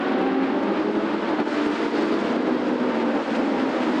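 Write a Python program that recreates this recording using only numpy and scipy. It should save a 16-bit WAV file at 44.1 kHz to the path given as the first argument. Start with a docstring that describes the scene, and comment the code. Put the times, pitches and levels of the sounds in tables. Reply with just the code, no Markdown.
"""A loud drone of small four-cylinder race cars accelerating out of the turn of a dirt oval.
Each exhaust sounds a harmonic series that climbs with the revs, then sinks as the car goes by.
The grandstand echoes, cars right below it blare, and the rest of the field merges into a roar.
Turbulent gas rasps and hisses over the drone, and an exhaust barks three times.
A limiter holds the din at one level and shaves its peaks."""
import sys
import numpy as np
from scipy import signal
from scipy.fft import rfft, irfft, next_fast_len
from scipy.io import wavfile
from scipy.ndimage import uniform_filter1d, map_coordinates

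SR = 44100
rng = np.random.default_rng(int(sys.argv[2]) if len(sys.argv) > 2 else 0)


def bounce(signal):
    """Save signal as a 16-bit WAV file at the path given by the first command-line argument."""
    frames = np.transpose(np.atleast_2d(signal))
    limited = np.clip(frames, -1, 1)
    pcm = np.round(limited * 32767).astype(np.int16)
    wavfile.write(sys.argv[1], SR, pcm)


N = 176400
TIME_S = np.arange(N) / SR


def amp(db):
    """Decibels as an amplitude ratio."""
    return 10 ** (np.asarray(db) / 20)


def along(points, hz):
    """Interpolation of (frequency_hz, value) points on a logarithmic frequency axis."""
    point_hz, values = np.transpose(points)
    return np.interp(np.log(hz + 1), np.log(point_hz + 1), values)


def curves(rows):
    """Linear interpolation in time: one curve for each column after the first."""
    time_s, *columns = np.transpose(rows)
    return [np.interp(TIME_S, time_s, column) for column in columns]


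def wobble(rate_hz):
    """Smooth random modulation: a spline through rate_hz random knots a second."""
    knots = rng.standard_normal(2048)
    at = np.arange(0, N + 64, 64)
    return np.interp(np.arange(N), at, map_coordinates(knots, [at * rate_hz / SR], mode="wrap"))


def filtered(x, response):
    """Linear filtering: the spectrum is multiplied by a frequency response."""
    size = next_fast_len(N + SR // 4)
    return irfft(rfft(x, size) * response(np.fft.rfftfreq(size, 1 / SR)), size)[:N]


def noise(spectrum, gate=1):
    """Spectral shaping: white noise is gated, coloured and scaled to rms 1."""
    x = filtered(gate * rng.standard_normal(N), lambda hz: amp(along(spectrum, hz)))
    return x / np.sqrt(np.mean(x ** 2) + 1e-20)


# Response of an exhaust pipe: frequency_hz, gain_db
PIPE_RESPONSE = [(60, -48.5), (125, -23.5), (185, -3), (240, 2.5), (305, 5), (390, 3), (550, -7), (800, -8),
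                 (1500, -16.5), (3000, -30.5), (6000, -31.5), (10000, -65)]
CYLINDERS, PIPE_WIDTH_OCT = 4, 0.22
REV_WAVER, WALL_JITTER_CYCLES = .0048, .018


def engine(cycle_hz, lift_db, exhaust, flutter_db=1.5, wall_db=-8, size=2048):
    """Periodic firing drives a resonant pipe; the note interferes with its track-wall reflection."""
    even_db, odd_db, tilt_db, pipe_hz, resonance_db = exhaust
    cycles = np.cumsum(cycle_hz * (1 + REV_WAVER * wobble(45))) / SR + rng.random()
    order = np.arange(1, 48)
    firing = order % CYLINDERS == 0
    overtone = firing & (order > CYLINDERS)
    order_db = np.where(firing, 0, np.where(order % 2 == 0, even_db, odd_db))
    # The cylinders differ more towards the high orders, filling the gaps between firing harmonics.
    order_db = order_db / (1 + (order / 28) ** 2)
    order_db += tilt_db * np.log2(order / CYLINDERS)
    direct = amp(flutter_db * wobble(24)), cycles
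    reflected = amp(wall_db) * wobble(21.993), cycles + WALL_JITTER_CYCLES * wobble(40)
    body, edge = np.zeros(N), np.zeros(N)
    for gain, phase in (direct, reflected):
        harmonics = amp(order_db) * np.exp(2j * np.pi * rng.random(len(order)))
        for part, chosen in ((body, ~overtone), (edge, overtone)):
            one_cycle = irfft(np.append(0, harmonics * chosen), size)
            part += gain * np.interp(phase % 1 * size, np.arange(size), one_cycle)
    peak_db = lambda hz: resonance_db * np.exp(-(np.log2((hz + 1) / pipe_hz) / PIPE_WIDTH_OCT) ** 2)
    pipe = lambda hz: amp(along(PIPE_RESPONSE, hz) + peak_db(hz))
    body, edge = filtered(body, pipe), filtered(edge, pipe)
    note = (body + amp(lift_db) * edge) / np.std(body + edge)
    puffs = (.5 + .5 * np.cos(2 * np.pi * CYLINDERS * cycles)) ** 3
    return note, puffs


# Each car's pass as heard, one list a car: time_s, cycle_hz, level_db, lift_db
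# Directivity: the firing overtones lift as the pipe points at the listener.
CAR_PASSES = [
    [(0, 92.5, -31.5, 12.5), (.55, 97.5, -29.5, 4.5), (.87, 102.7, -26, 2.5), (1.2, 107.2, -30, 6),
     (1.5, 109, -38.5, -2), (1.72, 114, -30.5, 7), (1.95, 119, -30, 0.5), (2.35, 119, -31, 0.5),
     (2.55, 115, -38, -5), (4, 108, -39.5, 3)],
    [(0, 76, -30.5, -6.5), (.7, 80, -34, -10), (1.03, 83, -28.5, -2), (1.25, 85.5, -33, 2),
     (1.55, 82.2, -28.5, 3.5), (1.7, 82, -35, -4.5), (2, 84, -29.5, -1), (2.27, 85.2, -33, 10.5),
     (2.52, 87, -37.5, 7), (2.7, 86, -44, -2), (3.45, 83, -35.5, -8), (4, 81, -28, 1.5)],
    [(0, 63.3, -35, 6), (.3, 66.5, -26.5, 5.5), (.7, 68.5, -30.5, -1), (1.05, 70, -29.5, -0.5),
     (1.35, 72, -30.5, 7.5), (1.72, 75.2, -29, 4), (2, 78, -38, 0), (2.42, 81, -29, -3),
     (2.75, 78.5, -29.5, 3), (3, 74.6, -30, 5), (3.5, 68.5, -26, -2.5), (4, 61, -27.5, 1.5)],
    [(0, 70, -37, 9), (.3, 71.5, -28, -0.5), (.52, 72.5, -33, 4.5), (.62, 75.3, -32, 9), (.71, 81, -30, 0),
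     (.8, 77.5, -28.5, 2), (1.05, 77, -31, -6), (1.33, 75.5, -23, -8), (1.5, 74.8, -30.5, -4),
     (2, 72.7, -25.5, -0.5), (2.27, 67.3, -32.5, 1), (2.75, 57, -27.5, 1), (3.15, 58.2, -24.5, -7.5),
     (3.3, 57, -31, 0.5), (4, 54, -33.5, -2.5)],
    [(0, 88, -34, -9), (1.1, 94.3, -37.5, 1), (1.4, 97.5, -32.5, 2.5), (1.75, 101.5, -31.5, -4),
     (2.05, 104.5, -25.5, 0), (2.45, 100, -32, -2), (2.8, 94.5, -41.5, 3), (3.5, 90, -42.5, 1.5)],
    [(0, 56, -41.5, -3), (2.2, 58, -34.5, -5.5), (2.6, 63.7, -29.5, -4.5), (2.85, 62.2, -27, 2.5),
     (3.2, 66, -37, 14), (3.4, 63, -29, 4), (3.65, 61, -33.5, 1.5), (4, 60, -35.5, 1)],
    [(0, 62.2, -36.5, -2), (.25, 67.5, -32.5, 4.5), (.5, 68, -35.5, 2.5), (.8, 71.2, -35.5, 4.5),
     (1.35, 78, -29.5, 0), (1.8, 80, -30.5, -2.5), (2.7, 74, -34, -4), (2.9, 74, -30.5, 2),
     (3.3, 77.8, -38.5, 4.5), (3.75, 77.6, -29.5, 1), (3.93, 77.2, -22.5, -5)],
]
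# Each car's exhaust: even_orders_db, odd_orders_db, tilt_db_per_octave, pipe_hz, resonance_db
EXHAUST_TIMBRES = [(-2, -9, -1.5, 470, 6.5), (-11.5, -11.5, 0.5, 680, 3), (-7, -9, -1, 820, 2),
                   (-13.5, -15, -2, 305, 0.5), (-4.5, -6.5, 1, 320, -1), (-19, -21, -3.5, 510, 1.5),
                   (-15.5, -9.5, -0.5, 860, 5.5)]


def pack(throb_db=2, throb_hz=30):
    """Superposition: the near cars' notes add, throbbing irregularly; their puffs form a pulsing flow."""
    notes, flow = np.zeros(N), np.zeros(N)
    for rows, exhaust in zip(CAR_PASSES, EXHAUST_TIMBRES):
        cycle_hz, level_db, lift_db = curves(rows)
        note, puffs = engine(cycle_hz, lift_db, exhaust)
        notes += amp(level_db) * note
        flow += amp(level_db) ** 2 * puffs
    mean_flow = uniform_filter1d(flow, SR // 10)
    return notes * amp(throb_db * wobble(throb_hz)), np.sqrt(flow / mean_flow)


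# Reverberation time of the grandstand: frequency_hz, t60_s
STAND_DECAY = [(150, 0.82), (1000, 0.47), (8000, 0.52)]


def grandstand_echo(notes):
    """Reverberation: dense reflections decay exponentially, faster in the treble than in the bass."""
    hz, time_s, spectra = signal.stft(rng.standard_normal(SR // 2), SR, nperseg=256)
    decay = amp(-60 * time_s / along(STAND_DECAY, hz)[:, None])
    _, tail = signal.istft(spectra * decay, SR, nperseg=256)
    return signal.fftconvolve(notes, tail / np.linalg.norm(tail))[:N]


# Envelope of the cars passing side-on: time_s, level_db
BLARE_ENVELOPE = [(0, -31.5), (1.8, -49), (2.3, -29.5), (2.8, -30), (3.3, -28.5), (4, -25.5)]
# Spectrum of their blare: frequency_hz, density_db
BLARE_SPECTRUM = [(60, -44), (150, -26.5), (235, 2.5), (300, 2.5), (380, -11.5), (500, -0.5), (600, -3),
                  (750, -12), (1200, -19), (3000, -33.5), (8000, -67.5)]


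def blare():
    """Spectral smearing: right below the stand, the quick fall in pitch blurs notes into noise bands."""
    level_db, = curves(BLARE_ENVELOPE)
    return amp(level_db) * noise(BLARE_SPECTRUM)


# Spectrum of the distant cars: frequency_hz, density_db
ROAR_SPECTRUM = [(25, -31), (70, -33.5), (110, -23), (160, -17.5), (230, 0), (300, -2), (380, -7),
                 (520, -6.5), (750, -13.5), (1100, -15.5), (1600, -21), (2500, -30), (5000, -39),
                 (10000, -84)]


def roar(level_db=-26.5, swell_db=1):
    """Incoherent summation: the rest of the field, blurred by distance, merges into noise."""
    return amp(level_db + swell_db * wobble(8)) * noise(ROAR_SPECTRUM)


# Spectra of exhaust rasp and of the nearest cars' tyre and exhaust hiss: frequency_hz, density_db
RASP_SPECTRUM = [(200, -21.5), (700, 6.5), (1400, 10.5), (2200, 4.5), (3400, -2), (5000, -19.5),
                 (5800, -26.5), (7000, -43), (8800, -51.5), (10300, -61.5), (12300, -56), (15500, -70.5)]
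HISS_SPECTRUM = [(1000, -33.5), (3000, 2.5), (4000, 2), (5000, -0.5), (5800, -6.5), (7000, -9.5),
                 (8800, -17.5), (9600, -23), (10400, -34), (11400, -38.5), (12400, -33.5), (13500, -45),
                 (16000, -49.5)]
# Their envelopes: time_s, relative_level_db
RASP_ENVELOPE = [(0, 2), (.3, 1), (.45, 1), (.58, -3), (.73, -2), (.77, 3), (.82, -1.5), (.93, -4),
                 (1, -1.5), (1.35, 1), (1.45, -1.5), (1.52, 3.5), (1.87, 3), (1.9, -3), (1.96, 0),
                 (2.32, 2), (2.35, -1.5), (2.75, -3), (3.05, 1), (3.25, -1), (3.31, 1.5), (3.55, -1),
                 (3.72, 1), (4, 2.5)]
HISS_ENVELOPE = [(0, -64), (.7, -63.5), (.78, -61), (1.45, -59), (1.48, -53.5), (1.875, -52.5),
                 (1.895, -57), (1.935, -57), (1.95, -54.5), (2.325, -53), (2.34, -59), (2.75, -59),
                 (3.25, -57.5), (3.32, -55.5), (3.55, -56.5), (3.75, -55), (4, -52)]


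def rasp_and_hiss(flow, rasp_db=-34, hiss_db=10, flicker_db=.9, chop_depth=0.47):
    """Amplitude modulation: the firings partly chop the noise of turbulent gas and a brighter hiss."""
    rasp_swell_db, = curves(RASP_ENVELOPE)
    hiss_swell_db, = curves(HISS_ENVELOPE)
    gate = 1 + chop_depth * (flow - 1)
    rasp = amp(rasp_db + rasp_swell_db) * noise(RASP_SPECTRUM, gate)
    hiss = amp(hiss_db + hiss_swell_db) * noise(HISS_SPECTRUM, gate)
    return (rasp + hiss) * amp(flicker_db * wobble(45))


# Sharp barks from an exhaust: start_s, length_s, level_db
BARK_EVENTS = [(.628, .012, -38), (3.348, .018, -32), (3.815, .02, -35)]
# Their spectrum: frequency_hz, density_db
BARK_SPECTRUM = [(300, -9), (1200, 4.5), (3500, -6), (5000, -15), (8500, -26.5), (10500, -43),
                 (16000, -56.5)]


def barks(attack_s=0.0028, release_s=0.0082):
    """Broadband transients: each burst of hot gas rises quickly, holds and decays exponentially."""
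    envelope = np.zeros(N)
    for start_s, length_s, level_db in BARK_EVENTS:
        rise = np.clip((TIME_S - start_s) / attack_s, 0, 1)
        fall = np.exp(-np.maximum(TIME_S - start_s - length_s, 0) / release_s)
        envelope += amp(level_db) * rise * fall
    return envelope * noise(BARK_SPECTRUM)


# Brief surges (+) and dips (-) of the drone: centre_s, change_db
DRONE_SWINGS = [(.93, -5), (1.335, 4), (1.37, -4), (1.41, 4), (1.45, -8), (1.64, -5), (1.78, -4),
                (1.905, -6), (3.16, 4), (3.25, -8), (3.855, -5)]


def swings(half_width_s=.018):
    """Gain modulation: the drone's level surges or dips along short Gaussian curves."""
    return amp(sum(change_db * np.exp(-((TIME_S - centre_s) / half_width_s) ** 2)
                   for centre_s, change_db in DRONE_SWINGS))


def scene(echo_db=-5.5):
    """Superposition: near cars, echo, blare and roar form the drone, with rasp and barks over it."""
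    notes, flow = pack()
    drone = notes + amp(echo_db) * grandstand_echo(notes) + blare() + roar()
    return (swings() * drone + rasp_and_hiss(flow) + barks())[None]


def record(dry, drive_db=-1.5, threshold=.235, release_s=.06, ceiling=.195, top_hz=15800):
    """Peak limiting with fast attack and gradual release, then clipping of positive peaks and low-pass."""
    x = amp(drive_db) * dry[0]
    excess_nepers = np.log(np.maximum(np.abs(x) / threshold, 1) + 1e-9)
    # The gain reduction jumps to each new peak and relaxes exponentially.
    fade = TIME_S / release_s
    reduction = np.exp(np.maximum.accumulate(np.log(excess_nepers) + fade) - fade)
    limited = x * np.exp(-uniform_filter1d(reduction, size=90))
    clipped = np.minimum(limited, ceiling)
    return filtered(clipped, lambda hz: hz < top_hz)[None]


dry = scene()
out = record(dry)
bounce(out)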